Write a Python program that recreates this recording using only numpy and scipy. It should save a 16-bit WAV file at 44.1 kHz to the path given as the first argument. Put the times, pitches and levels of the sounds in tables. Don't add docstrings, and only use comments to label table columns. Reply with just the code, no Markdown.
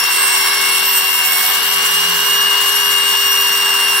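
import sys
import numpy as np
from scipy import signal
from scipy.fft import rfft, irfft
from scipy.io import wavfile

SR = 44100
rng = np.random.default_rng(int(sys.argv[2]) if len(sys.argv) > 2 else 0)


def master_out(mix):
    frames = np.transpose(np.atleast_2d(mix))
    ceiling = np.clip(frames, -1, 1)
    pcm = np.round(ceiling * 32767).astype(np.int16)
    wavfile.write(sys.argv[1], SR, pcm)


N = 176400
T = np.arange(N) / SR
BLADES, SPINDLE_RATIO = 7, .211
MAINS_RIPPLE_HZ, MAINS_SWING_RAD = 100, .12
FADE_PER_S, FAINT_ECHO = 5, .05
HUM_PAN_DB = 3.5


def fan(turn, mains):
    # time in seconds, level in dB, pan in dB.
    fundamental = [(0.0, -22, 5), (0.18, -20.5, 1), (0.33, -18, 9), (0.54, -24.5, -1), (0.73, -17.5, 15),
                   (0.91, -19.5, 6), (1.05, -19, 9), (1.16, -18, 6), (1.27, -17.5, 11), (1.34, -20.5, 13),
                   (1.41, -24, 6), (1.56, -19.5, 18), (1.89, -17.5, -1), (2.0, -16.0, 3),
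                   (2.18, -18.5, -6.5), (2.47, -13.5, 2.5), (2.76, -17.5, 9.5), (2.98, -15.5, 5.5),
                   (4.0, -16, 0)]
    second = [(0.0, -21.0, 8), (0.22, -29.0, 0), (0.44, -23.0, 0), (1.12, -26.5, 3), (1.27, -28.5, -5),
              (1.41, -26.0, 4), (1.6, -32.5, 7), (1.74, -27.5, 9), (1.92, -27.5, -2), (2.21, -27.0, 13),
              (2.39, -26.5, 5), (2.54, -31.5, 2), (2.76, -25.0, 6), (3.01, -31.5, -1), (3.23, -24.5, 0),
              (4.0, -26.5, 2)]
    third = [(0.0, -30.5, -3), (0.22, -21.5, -11), (0.54, -30, -1), (0.87, -30, -13), (0.98, -22.5, -24),
             (1.16, -26, -9), (1.81, -28.5, -5), (1.96, -25.0, -16), (2.1, -29, -5), (2.47, -26.5, -15),
             (2.61, -37, -4), (2.83, -23.5, -10), (3.66, -30.5, 3), (4.0, -26.5, 1)]
    fourth = [(0.0, -29.5, -8), (0.69, -20.5, -6), (1.05, -31, -4), (1.27, -23.5, -12), (1.52, -27.5, -1),
              (1.67, -21, -13), (2.03, -38, 8), (2.32, -29, -1), (2.58, -41, -0.5), (2.72, -21, -16),
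              (3.23, -34, 7), (3.41, -26, 3), (3.56, -32.5, 14), (4.0, -23.5, -5)]
    fifth = [(0.0, -22, -9), (0.58, -32, 6), (0.98, -19, -3), (1.09, -24, -2), (1.23, -19, -13),
             (1.71, -25, -6), (2.1, -29, 7), (2.43, -26.5, -11), (2.61, -37, -13), (2.76, -22, -6),
             (2.98, -32, -2), (3.45, -20, -14), (3.85, -34, 2), (4.0, -32.0, -2)]
    # time in seconds, lead of the left side in radians.
    whine_lead = [(0, 1), (.38, -2.3), (.62, -0.5), (.88, -1), (1.12, 1.9), (1.38, 1.8), (1.62, 4.5),
                  (2.12, 4.5), (2.38, 7.5), (2.62, 6), (2.88, 7.5), (4, 6.5)]
    spindle = SPINDLE_RATIO * turn
    blade = BLADES * turn + MAINS_SWING_RAD * np.sin(mains) + .16 * np.sin(spindle) + .2 * drift(11)

    def partial(order, lead, echo, throb=.34, flutter=.28):
        lag = np.array([drift(FADE_PER_S), drift(FADE_PER_S)])
        pulsing = .7 * np.sin(mains + lag) + .99 * np.sin(spindle + lag - .5)
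        turbulence = np.array([drift(27), drift(27)])
        return rms_one((1 + throb * pulsing + flutter * turbulence) * tone(order * blade, echo, lead))

    db, pan = in_time(fundamental)
    rough = (from_db(db.mean() - db) / panned(pan)) ** .56
    whine = partial(1, in_time(whine_lead)[0], FAINT_ECHO, throb=.31 * rough, flutter=.12 * rough)
    whine *= from_db(db) * panned(pan)
    db, pan = in_time(second)
    octave = from_db(db) * panned(pan) * partial(2, drift(FADE_PER_S), FAINT_ECHO)
    shriek = 0
    for order, curve in enumerate((third, fourth, fifth), 3):
        db, pan = in_time(curve)
        shriek += from_db(db) * panned(pan) * partial(order, .88 * drift(FADE_PER_S), echo=.35)
    return whine + octave + shriek


def pad(turn):
    # frequency in Hz, relative density in dB, pan in dB.
    scrape_colour = [(30, -109, 2), (55, -101, 2), (80, -97, 2), (120, -85.5, -1), (150, -80, 7),
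                     (173.7, -66, 4), (222, -70.5, -1), (280, -70.5, 4), (480, -63.5, 5), (616, -69, 1),
                     (755, -63.5, 5), (836, -57.5, 2.5), (1390, -56.5, 3.5), (1550, -54, 6),
                     (2010, -55, 1.5), (2430, -61, 2), (5100, -77, -12)]
    # frequency in Hz, width in Hz, relative level in dB, pan in dB.
    head_modes = [(988, 24, -32.5, 2), (1055, 18, -35, 11), (1115, 24, -36, 25), (1628, 28, -36.5, 19),
                  (1671, 30, -32.5, 9)]
    # time in seconds, gain in dB.
    contact_level = [(0, 1), (.4, 1), (.75, 0), (1.2, -1), (1.5, 0.5), (1.9, 1), (2.3, 0.5), (3, -0.5),
                     (4, 1)]
    ring_level = [(0, -1.5), (.4, 3), (.8, -2), (1.3, 1), (1.9, -3.5), (2.3, 2), (3, 0), (4, 1.5)]
    growl_level = [(0, -42), (.8, -43.5), (1.2, -41), (1.45, -30), (1.8, -46), (2.1, -55), (4, -48)]
    drone_level = [(0, -74), (1, -94), (1.4, -55), (1.7, -53), (1.85, -46), (2.1, -39.5), (2.3, -50),
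                   (3, -59), (4, -67)]
    scrape = stereo_noise(alcove(grit()), scrape_colour, [(hz, pan) for hz, _, pan in scrape_colour])
    mid, side = alcove(grit())
    ring_band = signal.butter(2, [654, 2000], "band", fs=SR, output="sos")
    blows = signal.sosfilt(ring_band, mid + .5 * side * np.array([[1], [-1]]))
    rings = sum(from_db(db) * panned(pan) * resonate(blows, hz, width)
                for hz, width, db, pan in head_modes)
    rings *= gain_curve(ring_level)
    growl = gain_curve(growl_level) * panned(9) * resonate(blows, hz=768, width_hz=26)
    wobble = np.sin(2 * SPINDLE_RATIO * turn + .48 * drift(9.7))
    drone = gain_curve(drone_level) * panned(HUM_PAN_DB) * rms_one(wobble)
    return gain_curve(contact_level) * (scrape + rings) + growl + drone


def grit(impacts_per_s=5000, spread_db=3):
    sizes = from_db(spread_db * np.minimum(rng.exponential(1, (2, N)), 5))
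    signs = rng.choice([-1, 1], (2, N))
    hits = rng.random((2, N)) < impacts_per_s / SR
    return rms_one(sizes * signs * hits)


def rotor(turn, mains):
    whirr_orders = [2.76, 5, 5.3, 7.44, 8, 9, 10, 18.24, 22, 27, 30, 36, 37]
    # level in dB, pan in dB.
    whirr_mix = [(-34, 10), (-39.5, 17), (-35, 6), (-36.5, -1), (-44, -8), (-44, -13), (-52, -8), (-44, 0),
                 (-56, -7), (-57, -7), (-62, -8), (-46, -5), (-49, -1)]
    # time in seconds, level in dB.
    hum_level = [(0, -41.5), (.5, -37), (1, -38.5), (1.3, -43.5), (1.8, -37.5), (2.3, -36), (3, -36),
                 (4, -35.5)]
    bearing_level = [(0, -35), (.2, -29.5), (.68, -23.5), (.97, -38.5), (1.38, -24), (1.62, -35),
                     (1.8, -30.5), (2, -49), (2.6, -40), (4, -43)]
    angle = turn + MAINS_SWING_RAD / BLADES * np.sin(mains)
    hum = gain_curve(hum_level) * panned(HUM_PAN_DB) * tone(angle, FAINT_ECHO)
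    slip_rad = .25 * drift(33)
    bearing = gain_curve(bearing_level) * panned(3) * tone(5.52 * angle + slip_rad, FAINT_ECHO)
    whirr = sum(from_db(db) * panned(pan) * tone(order * angle + .64 * drift(7.2), echo=1)
                for order, (db, pan) in zip(whirr_orders, whirr_mix))
    return hum + bearing + whirr


def air(turn, mains):
    # frequency in Hz, relative density in dB.
    air_colour = [(1000, -98), (2230, -70), (2500, -66.5), (2950, -51.5), (3500, -57), (3900, -54.5),
                  (4700, -56.5), (6000, -60), (6600, -65.5), (7400, -60.5), (10500, -62.5), (11700, -63.5),
                  (12500, -61.5), (15700, -63.5)]
    # frequency in Hz, pan in dB.
    air_pan = [(1000, 3), (3000, 0), (6000, 0), (8000, -4), (10500, -2.5), (12600, -8), (15500, -2)]
    # time in seconds, gain in dB.
    air_level = [(0, -1), (.35, 0.5), (.8, 0.5), (1.2, -2.5), (1.5, .5), (2, -0.5), (2.5, -0.5), (3.2, -1),
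                 (4, -2)]
    pulse = 1 + .065 * np.sin(mains) + .012 * np.sin(SPINDLE_RATIO * turn)
    rush = stereo_noise(alcove(rng.standard_normal((2, N))), air_colour, air_pan)
    hiss = signal.sosfilt(signal.butter(2, 600, "high", fs=SR, output="sos"), rush)
    treble = signal.sosfiltfilt(signal.butter(6, 5900, "high", fs=SR, output="sos"), hiss)
    flicker = .3 * drift(29)
    return pulse * gain_curve(air_level) * (hiss + flicker * treble)


def alcove(pair, decay_s=.027, echo_share=.66):
    t = T[:SR // 10]
    walls = rng.standard_normal((2, len(t))) * np.exp(-t / decay_s)
    walls /= np.sqrt(np.sum(walls ** 2, axis=1, keepdims=True))
    return rms_one(pair + echo_share * signal.fftconvolve(pair, walls, axes=1)[:, :N])


def tone(phase, echo, lead=0):
    channels = []
    for arrival in (phase + lead / 2, phase - lead / 2):
        reflected = drift(FADE_PER_S) * np.sin(arrival) + drift(FADE_PER_S) * np.cos(arrival)
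        channels.append(rms_one(np.sin(arrival) + echo * reflected))
    return np.array(channels)


def stereo_noise(pair, colour, pans):
    # frequency in Hz, correlation.
    likeness = [(60, 0.3), (170, 0.91), (450, 0.76), (750, 0.64), (1200, 0.29), (2000, 0.25), (3300, 0.21),
                (5500, 0), (9000, 0.27), (15000, 0.18)]
    hz = np.arange(N // 2 + 1) * SR / N
    alike = at_hz(likeness, hz)
    mid, side = rfft(pair)
    spectra = np.sqrt((1 + alike) / 2) * mid + np.sqrt((1 - alike) / 2) * side * [[1], [-1]]
    return irfft(spectra * from_db(at_hz(colour, hz)) * panned(at_hz(pans, hz)) * np.sqrt(SR / 2), N)


def resonate(x, hz, width_hz):
    r = np.exp(-np.pi * width_hz / SR)
    return rms_one(signal.lfilter([1, 0, -1], [1, -2 * r * np.cos(2 * np.pi * hz / SR), r * r], x))


def drift(rate_hz):
    hop, settle = 100, 1000
    r = np.exp(-2 * np.pi * rate_hz * hop / SR)
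    steps = rng.standard_normal(N // hop + settle + 2)
    slow = signal.lfilter([1], [1, -2 * r, r * r], steps)[settle:]
    return np.interp(np.arange(N) / hop, np.arange(len(slow)), rms_one(slow))


def from_db(db):
    return 10 ** (np.asarray(db) / 20)


def rms_one(x):
    return x / np.sqrt(np.mean(np.abs(x) ** 2) + 1e-20)


def in_time(rows):
    seconds, *columns = np.transpose(rows)
    return [np.interp(T, seconds, column) for column in columns]


def gain_curve(rows):
    return from_db(in_time(rows)[0])


def at_hz(rows, hz):
    row_hz, values = np.transpose(rows)[:2]
    return np.interp(np.log(hz + 1), np.log(row_hz), values)


def panned(pan_db):
    gains = from_db(np.array([[.5], [-.5]]) * pan_db)
    return gains / np.sqrt(np.mean(gains ** 2, axis=0))


def scene():
    # time in seconds, turns per second.
    motor_speed = [(0, 393.1), (.25, 393.8), (.52, 395.8), (.75, 395.7), (.93, 396.5), (1.12, 395.9),
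                   (1.3, 396.2), (1.4, 398.2), (1.53, 402), (1.8, 403.2), (2, 405.6), (2.25, 406.2),
                   (2.58, 406.3), (2.8, 404.7), (3.5, 401.2), (3.8, 400), (4, 398.5)]
    turn = 2 * np.pi * np.cumsum(in_time(motor_speed)[0]) / SR
    mains = 2 * np.pi * MAINS_RIPPLE_HZ * T
    return fan(turn, mains) + rotor(turn, mains) + pad(turn) + air(turn, mains)


def record(dry):
    return signal.sosfilt(signal.ellip(12, .1, 80, 15750, fs=SR, output="sos"), dry)


dry = scene()
out = record(dry)
master_out(out)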